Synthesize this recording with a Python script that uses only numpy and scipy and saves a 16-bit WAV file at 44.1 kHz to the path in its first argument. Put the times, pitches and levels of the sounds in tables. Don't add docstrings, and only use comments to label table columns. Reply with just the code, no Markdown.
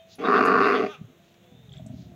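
import sys
import numpy as np
from scipy import signal
from scipy.fft import rfft, irfft
from scipy.io import wavfile
from scipy.ndimage import uniform_filter1d

SR = 44100
rng = np.random.default_rng(int(sys.argv[2]) if len(sys.argv) > 2 else 0)


def waveform_to_disk(signal):
    frames = np.transpose(np.atleast_2d(signal))
    scaled = np.clip(frames, -1, 1) * 32767
    samples = np.round(scaled).astype(np.int16)
    wavfile.write(sys.argv[1], SR, samples)


N = 94815
T = np.arange(N) / SR

# (frequency [Hz], relative gain [dB])
BREEZE_SPECTRUM = [(25, -44), (80, -4), (190, 2.5), (290, -12), (680, -9.5), (950, -19.5), (3800, -17.5),
                   (4700, -33.5), (6600, -24), (9000, -38.5), (15500, -30)]
RUSTLE_SPECTRUM = [(600, -14), (1300, -24), (3700, 9.5), (7000, 1), (8800, -49), (15000, -13)]
# (time [s], level [dB], half length [s])
RUSTLE_SWELLS = [(.13, -53.5, 0.034), (1.276, -72, 0.067), (1.749, -69.5, 0.044), (2.008, -64.5, 0.073)]
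# (frequency [Hz], level [dB], t60 [s])
BELL_MODES = [(658, -49, 0.74), (2540, -66, .8), (3140, -57, 0.15), (3630, -60, 0.26)]
HALTER_MODES = [(6650, -48, .08), (8446, -57, 0.12), (10900, -48.5, .08), (11700, -52.5, .07)]
# (time [s], pitch [Hz], level [dB])
HERD_CALLS = [
    [(1.08, 354.8, -63.5), (1.24, 338, -66.5), (1.47, 349, -63), (1.57, 391, -65)],
    [(1.38, 525, -74), (1.52, 492, -62), (1.62, 453.3, -66), (1.79, 367.3, -60), (1.86, 324, -73)],
    [(1.93, 393, -67), (2.04, 360.6, -63), (2.15, 341, -55.5)],
]
# (frequency [Hz], relative gain [dB])
HERD_SPECTRUM = [(350, 20), (720, 15.5), (1100, -4.5), (2000, -32), (6000, -44)]
# (time [s], level [dB], centre [Hz], bandwidth [Hz], decay [s])
TICK_BURSTS = [(.155, -52, 10600, 1400, 0.0043), (.452, -49.5, 6470, 4000, 0.016),
               (0.451, -51.5, 11200, 3000, .011), (1.342, -54.5, 2000, 4000, 0.0029),
               (1.442, -55, 2550, 2924, 0.0022), (1.738, -57.5, 2400, 1990, 0.035),
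               (1.864, -53, 7100, 2500, .006)]
# (time [s], frequency [Hz], level [dB])
WHINE_CURVE = [(1.42, 3430, -78), (1.544, 3535, -67), (1.68, 3670, -69)]
# (time [s], level [dB], centre [Hz])
SQUEAK_CHIRPS = [(1.695, -46, 3470), (1.7221, -42, 3340), (1.7295, -53, 7430), (1.737, -41, 3480),
                 (1.77, -42, 3450), (1.7765, -52.5, 7550), (1.7838, -43, 3500)]

# (time [s], low level [dB], middle level [dB], upper level [dB])
GURGLE_LEVELS = [(1.521, -54.5, -51.5, -66.5), (1.665, -52.5, -68.5, -79.5), (1.684, -47, -70, -78),
                 (1.775, -44.5, -70, -65), (1.799, -45, -47, -49), (1.832, -40, -57, -70),
                 (1.859, -45.5, -42.5, -55.5), (1.93, -39, -40.5, -59.5), (2.06, -46, -52.5, -67),
                 (2.127, -47, -49, -63.5), (2.15, -49.5, -58, -61)]
# (frequency [Hz], relative gain [dB])
LOW_GULLET = [(35, -51), (60, -14), (85, -4.5), (138, 4.5), (185, -5), (300, -35.5), (900, -76.5)]
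MIDDLE_GULLET = [(70, -47.5), (205, 7.5), (245, 8), (310, -16.5), (480, -46.5)]
UPPER_GULLET = [(450, -32.5), (580, -10), (640, 3.5), (720, -10), (1000, -30), (2200, -57)]
# (time [s], level [dB], frequency [Hz], half length [s])
GULP_PULSES = [(.2, -35, 262, 0.0088), (1.005, -44.5, 153.4, 0.021), (1.017, -29.5, 170, 0.0043),
               (1.052, -42, 114, 0.016), (1.095, -52.5, 255, 0.015), (2.125, -37.5, 150, 0.0049)]

# (time [s], pitch [Hz], level [dB])
SQUEAL_CURVE = [(0.191, 275, -49), (.35, 307.2, -52), (0.581, 294.7, -56), (.735, 240.2, -55),
                (.79, 249.4, -43), (.83, 295.8, -50.5), (.917, 308.5, -42.5), (.955, 254.3, -49),
                (.985, 232, -74)]
# (frequency [Hz], relative gain [dB])
SQUEAL_SPECTRUM = [(300, -12), (820, 8), (1020, -8.5), (1230, 10), (1800, -5.5), (2650, -0.5), (3000, -3),
                   (3500, 2), (4400, -23), (6200, -10.5), (8500, -40), (10800, -28.5)]
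# (time [s], level [dB], half length [s], centre [Hz])
WHEEZE_SWELLS = [(0.257, -41, 0.014, 3550), (0.369, -41, 0.017, 3450), (0.647, -44.5, 0.021, 3720),
                 (0.759, -40, 0.023, 3360), (0.947, -47.5, 0.01, 2600)]
# (frequency [multiple of the centre], relative gain [dB])
WHEEZE_SPECTRUM = [(.7, -31.5), (.9, -8), (0.999, -1.5), (1.07, -5), (1.22, -32.5)]

# (time [s], chest level [dB], throat level [dB], mouth level [dB], rasp level [dB])
GROAN_LEVELS = [(0.188, -47, -38, -56, -55), (0.232, -45.5, -32, -37.5, -46.5),
                (0.247, -54, -25, -28, -40.5), (0.334, -46, -21.5, -18, -35),
                (.42, -39, -22.5, -21.5, -33.5), (0.56, -33.5, -23, -20, -37),
                (0.659, -40.5, -22.5, -22, -30.5), (0.751, -50, -24.5, -25, -33.5),
                (0.774, -45.5, -25, -31.5, -37), (0.851, -37.5, -23.5, -36, -41.5),
                (0.869, -52, -33.5, -49, -42), (0.894, -55, -61.5, -58.5, -81.5)]
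# (time [s], rate [Hz], timing scatter [periods])
FLAP_CURVE = [(0.201, 173.2, 0.17), (.255, 192.6, 0.34), (.29, 89.5, 0.27), (0.341, 141.5, .3),
              (.40, 95, 0.21), (.48, 88, .08), (.59, 80, .1), (0.682, 108.3, 0.24), (0.858, 111, 0.24)]
# (time [s], strength [multiple of an ordinary flap])
HARD_SLAPS = [(0.2856, 2.3), (.378, 1.3), (.392, 1.2), (0.4735, 1.2), (.496, 1.1), (0.5166, 1.3),
              (.5548, 1.1), (.586, 1.1), (0.6146, 1.2), (0.6731, 1.16)]
# (frequency [Hz], relative gain [dB])
CHEST_SPECTRUM = [(40, -33), (75, -16), (125, -1.5), (190, 7), (260, -9), (500, -36)]
THROAT_SPECTRUM = [(90, -51), (170, -16), (250, -6), (335, -14), (390, -2.5), (420, 3.5), (465, -4),
                   (530, -26.5), (630, -12.5), (760, -10.5), (860, -28.5), (1300, -45.5)]
MOUTH_SPECTRUM = [(600, -45.5), (870, -22), (1030, -7.5), (1150, 3), (1290, -4), (1520, -5.5),
                  (1680, -17.5), (1775, -10.5), (1950, -24), (2700, -27.5), (3100, -48), (4650, -40),
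                  (6000, -64.5)]
RASP_SPECTRUM = [(1300, -27.5), (2000, 6.5), (2300, 2.5), (2750, 2.5), (3050, -18.5), (3900, -17),
                 (4650, -10), (5400, -22.5), (7000, -44)]
HISS_SPECTRUM = [(3500, -11.5), (6500, 2), (8600, -28), (10800, -4), (14500, -26)]


def amp(db):
    return 10 ** (np.asarray(db) / 20)


def unit_rms(x):
    return x / np.sqrt(np.mean(x ** 2) + 1e-20)


def envelope(times, db, edge_s=.006):
    inside = np.clip(np.minimum(T - times[0], times[-1] - T) / edge_s + 1, 0, 1)
    return amp(np.interp(T, times, db)) * inside


def swells(rows):
    return sum(amp(db) * np.exp(-((T - at) / half) ** 2) for at, db, half in rows)


def gain_db(spectrum, hz):
    f, db = np.transpose(spectrum)
    return np.interp(np.log(hz + 1), np.log(f), db)


def resonate(x, spectrum):
    hz = abs(np.fft.fftfreq(8192, 1 / SR))
    log_gain = np.log(amp(gain_db(spectrum, hz)) / np.maximum(hz / spectrum[-1][0], 1) ** 2)
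    response = np.fft.ifft(np.exp(np.conj(signal.hilbert(log_gain)))).real
    return unit_rms(signal.fftconvolve(x, response[:len(hz) // 2])[:N])


def drift(hz):
    rolloff = 1 + (np.fft.rfftfreq(N, 1 / SR) / hz) ** 4
    return unit_rms(irfft(rfft(rng.standard_normal(N)) / rolloff, N))


def steady(x, size=2600):
    power = uniform_filter1d(uniform_filter1d(x ** 2, size), size // 2)
    return x / np.sqrt(power + 1e-6)


def voice(hz, throat, breath, harmonics):
    cycles, flutter_db = np.cumsum(hz) / SR, 2.5
    tone = np.zeros(N)
    for k in range(1, harmonics + 1):
        gain = amp(gain_db(throat, k * hz) + flutter_db * drift(17))
        tone += gain * np.cos(2 * np.pi * (k * cycles + rng.random()))
    return unit_rms(steady(tone) + breath * resonate(rng.standard_normal(N), throat))


def flaps(rate, scatter, slaps=(), rebound_s=.004, puff_s=.005):
    beats = np.flatnonzero(np.diff(np.floor(np.cumsum(rate) / SR)))
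    jitter, lag, rebound = rng.standard_normal((3, len(beats)))
    onsets = beats + (jitter * (scatter / rate)[beats] * SR).astype(int)
    strength, train = np.ones(len(beats)), np.zeros(N)
    for at, hardness in slaps:
        nearest = np.argmin(abs(onsets - at * SR))
        onsets[nearest], strength[nearest] = at * SR, hardness
    rebound_onsets = onsets + (rebound_s * SR * np.exp(.4 * lag)).astype(int)
    train[onsets % N] += strength
    train[rebound_onsets % N] += .51 * strength * abs(rebound)
    airflow = signal.lfilter([1], [1, -np.exp(-1 / (puff_s * SR))], train)
    return unit_rms(train), unit_rms(airflow * rng.standard_normal(N))


def echo(x, db, t60):
    response = rng.standard_normal(N) * amp(-60 * T / t60) * (T > .004)
    return amp(db) * signal.fftconvolve(x, response / np.linalg.norm(response))[:N]


def breeze():
    return amp(-59 + .43 * drift(21)) * resonate(rng.standard_normal(N), BREEZE_SPECTRUM)


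def rustles():
    grains = rng.standard_normal(N) * amp(1.1 * drift(270))
    return swells(RUSTLE_SWELLS) * resonate(grains, RUSTLE_SPECTRUM)


def herd():
    out = np.zeros(N)
    for call in HERD_CALLS:
        times, pitch, db = np.transpose(call)
        hz = np.interp(T, times, pitch) * (1 + .01158 * drift(40.8))
        out += envelope(times, db) * voice(hz, HERD_SPECTRUM, breath=.34, harmonics=8)
    return out


def struck_metal(modes, at):
    age = np.maximum(T - at, 0)
    return sum(amp(db - 60 * age / t60) * np.sin(2 * np.pi * hz * age) for hz, db, t60 in modes)


def ticks():
    f, out = np.fft.rfftfreq(N, 1 / SR), np.zeros(N)
    for at, db, hz, width, decay in TICK_BURSTS:
        rolloff = 1 + (2 * (f - hz) / width) ** 2
        band = unit_rms(irfft(rfft(rng.standard_normal(N)) / rolloff, N))
        out += amp(db) * band * (T >= at) * np.exp(-abs(T - at) / decay)
    return out


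def squeaks(decay_s=.0015, fall_hz_per_s=120000):
    times, pitch, whine_db = np.transpose(WHINE_CURVE)
    whine_hz = np.interp(T, times, pitch) * (1 + .0174 * drift(178))
    out = envelope(times, whine_db) * unit_rms(np.sin(2 * np.pi * np.cumsum(whine_hz) / SR))
    for at, db, hz in SQUEAK_CHIRPS:
        t = T - at
        cycles = t * (hz - fall_hz_per_s * t / 2)
        out += amp(db) * np.exp(-abs(t) / decay_s) * np.sin(2 * np.pi * cycles)
    return out


def gulps():
    return sum(swells([(at, db, half)]) * np.sin(2 * np.pi * hz * (T - at))
               for at, db, hz, half in GULP_PULSES)


def gurgle(flap_hz=44, air=.2):
    times, *levels = np.transpose(GURGLE_LEVELS)
    train, puffs = flaps(np.full(N, flap_hz), scatter=.1673)
    return sum(envelope(times, db) * steady(resonate(train + air * puffs, spectrum))
               for spectrum, db in zip((LOW_GULLET, MIDDLE_GULLET, UPPER_GULLET), levels))


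def squeal(breath=.12):
    times, pitch, db = np.transpose(SQUEAL_CURVE)
    hz = np.interp(T, times, pitch) * (1 + .004 * drift(62.8))
    out = envelope(times, db) * voice(hz, SQUEAL_SPECTRUM, breath, harmonics=43)
    for *swell, centre in WHEEZE_SWELLS:
        formant = [(ratio * centre, gain) for ratio, gain in WHEEZE_SPECTRUM]
        out += swells([swell]) * voice(hz, formant, breath, harmonics=17)
    return out


def groan(air=.34, rasp_air=.78, spit_per_s=400, throat_waver=.025):
    times, chest_db, throat_db, mouth_db, rasp_db = np.transpose(GROAN_LEVELS)
    at, rate, scatter = np.transpose(FLAP_CURVE)
    train, puffs = flaps(np.interp(T, at, rate), np.interp(T, at, scatter), HARD_SLAPS)
    spit = unit_rms(rng.standard_normal(N) * (rng.random(N) < spit_per_s / SR))
    pulses = train + .25 * spit
    drive = pulses + air * puffs
    chest = envelope(times, chest_db) * steady(resonate(drive, CHEST_SPECTRUM))
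    throat = envelope(times, throat_db) * steady(resonate(drive, THROAT_SPECTRUM))
    mouth = envelope(times, mouth_db) * steady(resonate(drive, MOUTH_SPECTRUM))
    rasp = envelope(times, rasp_db) * steady(resonate(pulses + rasp_air * puffs, RASP_SPECTRUM))
    hiss = envelope(times, rasp_db - 27.5) * resonate(rng.standard_normal(N), HISS_SPECTRUM)
    wander = drift(20)
    warp_s = wander * throat_waver / np.std(np.diff(wander) * SR)
    return chest + np.interp(T + warp_s, T, throat) + mouth + rasp + hiss


def scene():
    background = breeze() + rustles() + herd() + struck_metal(BELL_MODES, at=0)
    tack = ticks() + struck_metal(HALTER_MODES, at=.453)
    near = tack + squeaks() + gulps() + gurgle() + squeal() + groan()
    bushes, trees = echo(near, db=-8, t60=.18), echo(near, db=-26.5, t60=.84)
    return (background + near + bushes + trees)[None]


def record(dry):
    cutoff_hz = 15850
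    lowpass = signal.firwin(511, cutoff_hz, window=("kaiser", 9), fs=SR)
    return signal.oaconvolve(dry, lowpass[None], "same")


dry = scene()
out = record(dry)
waveform_to_disk(out)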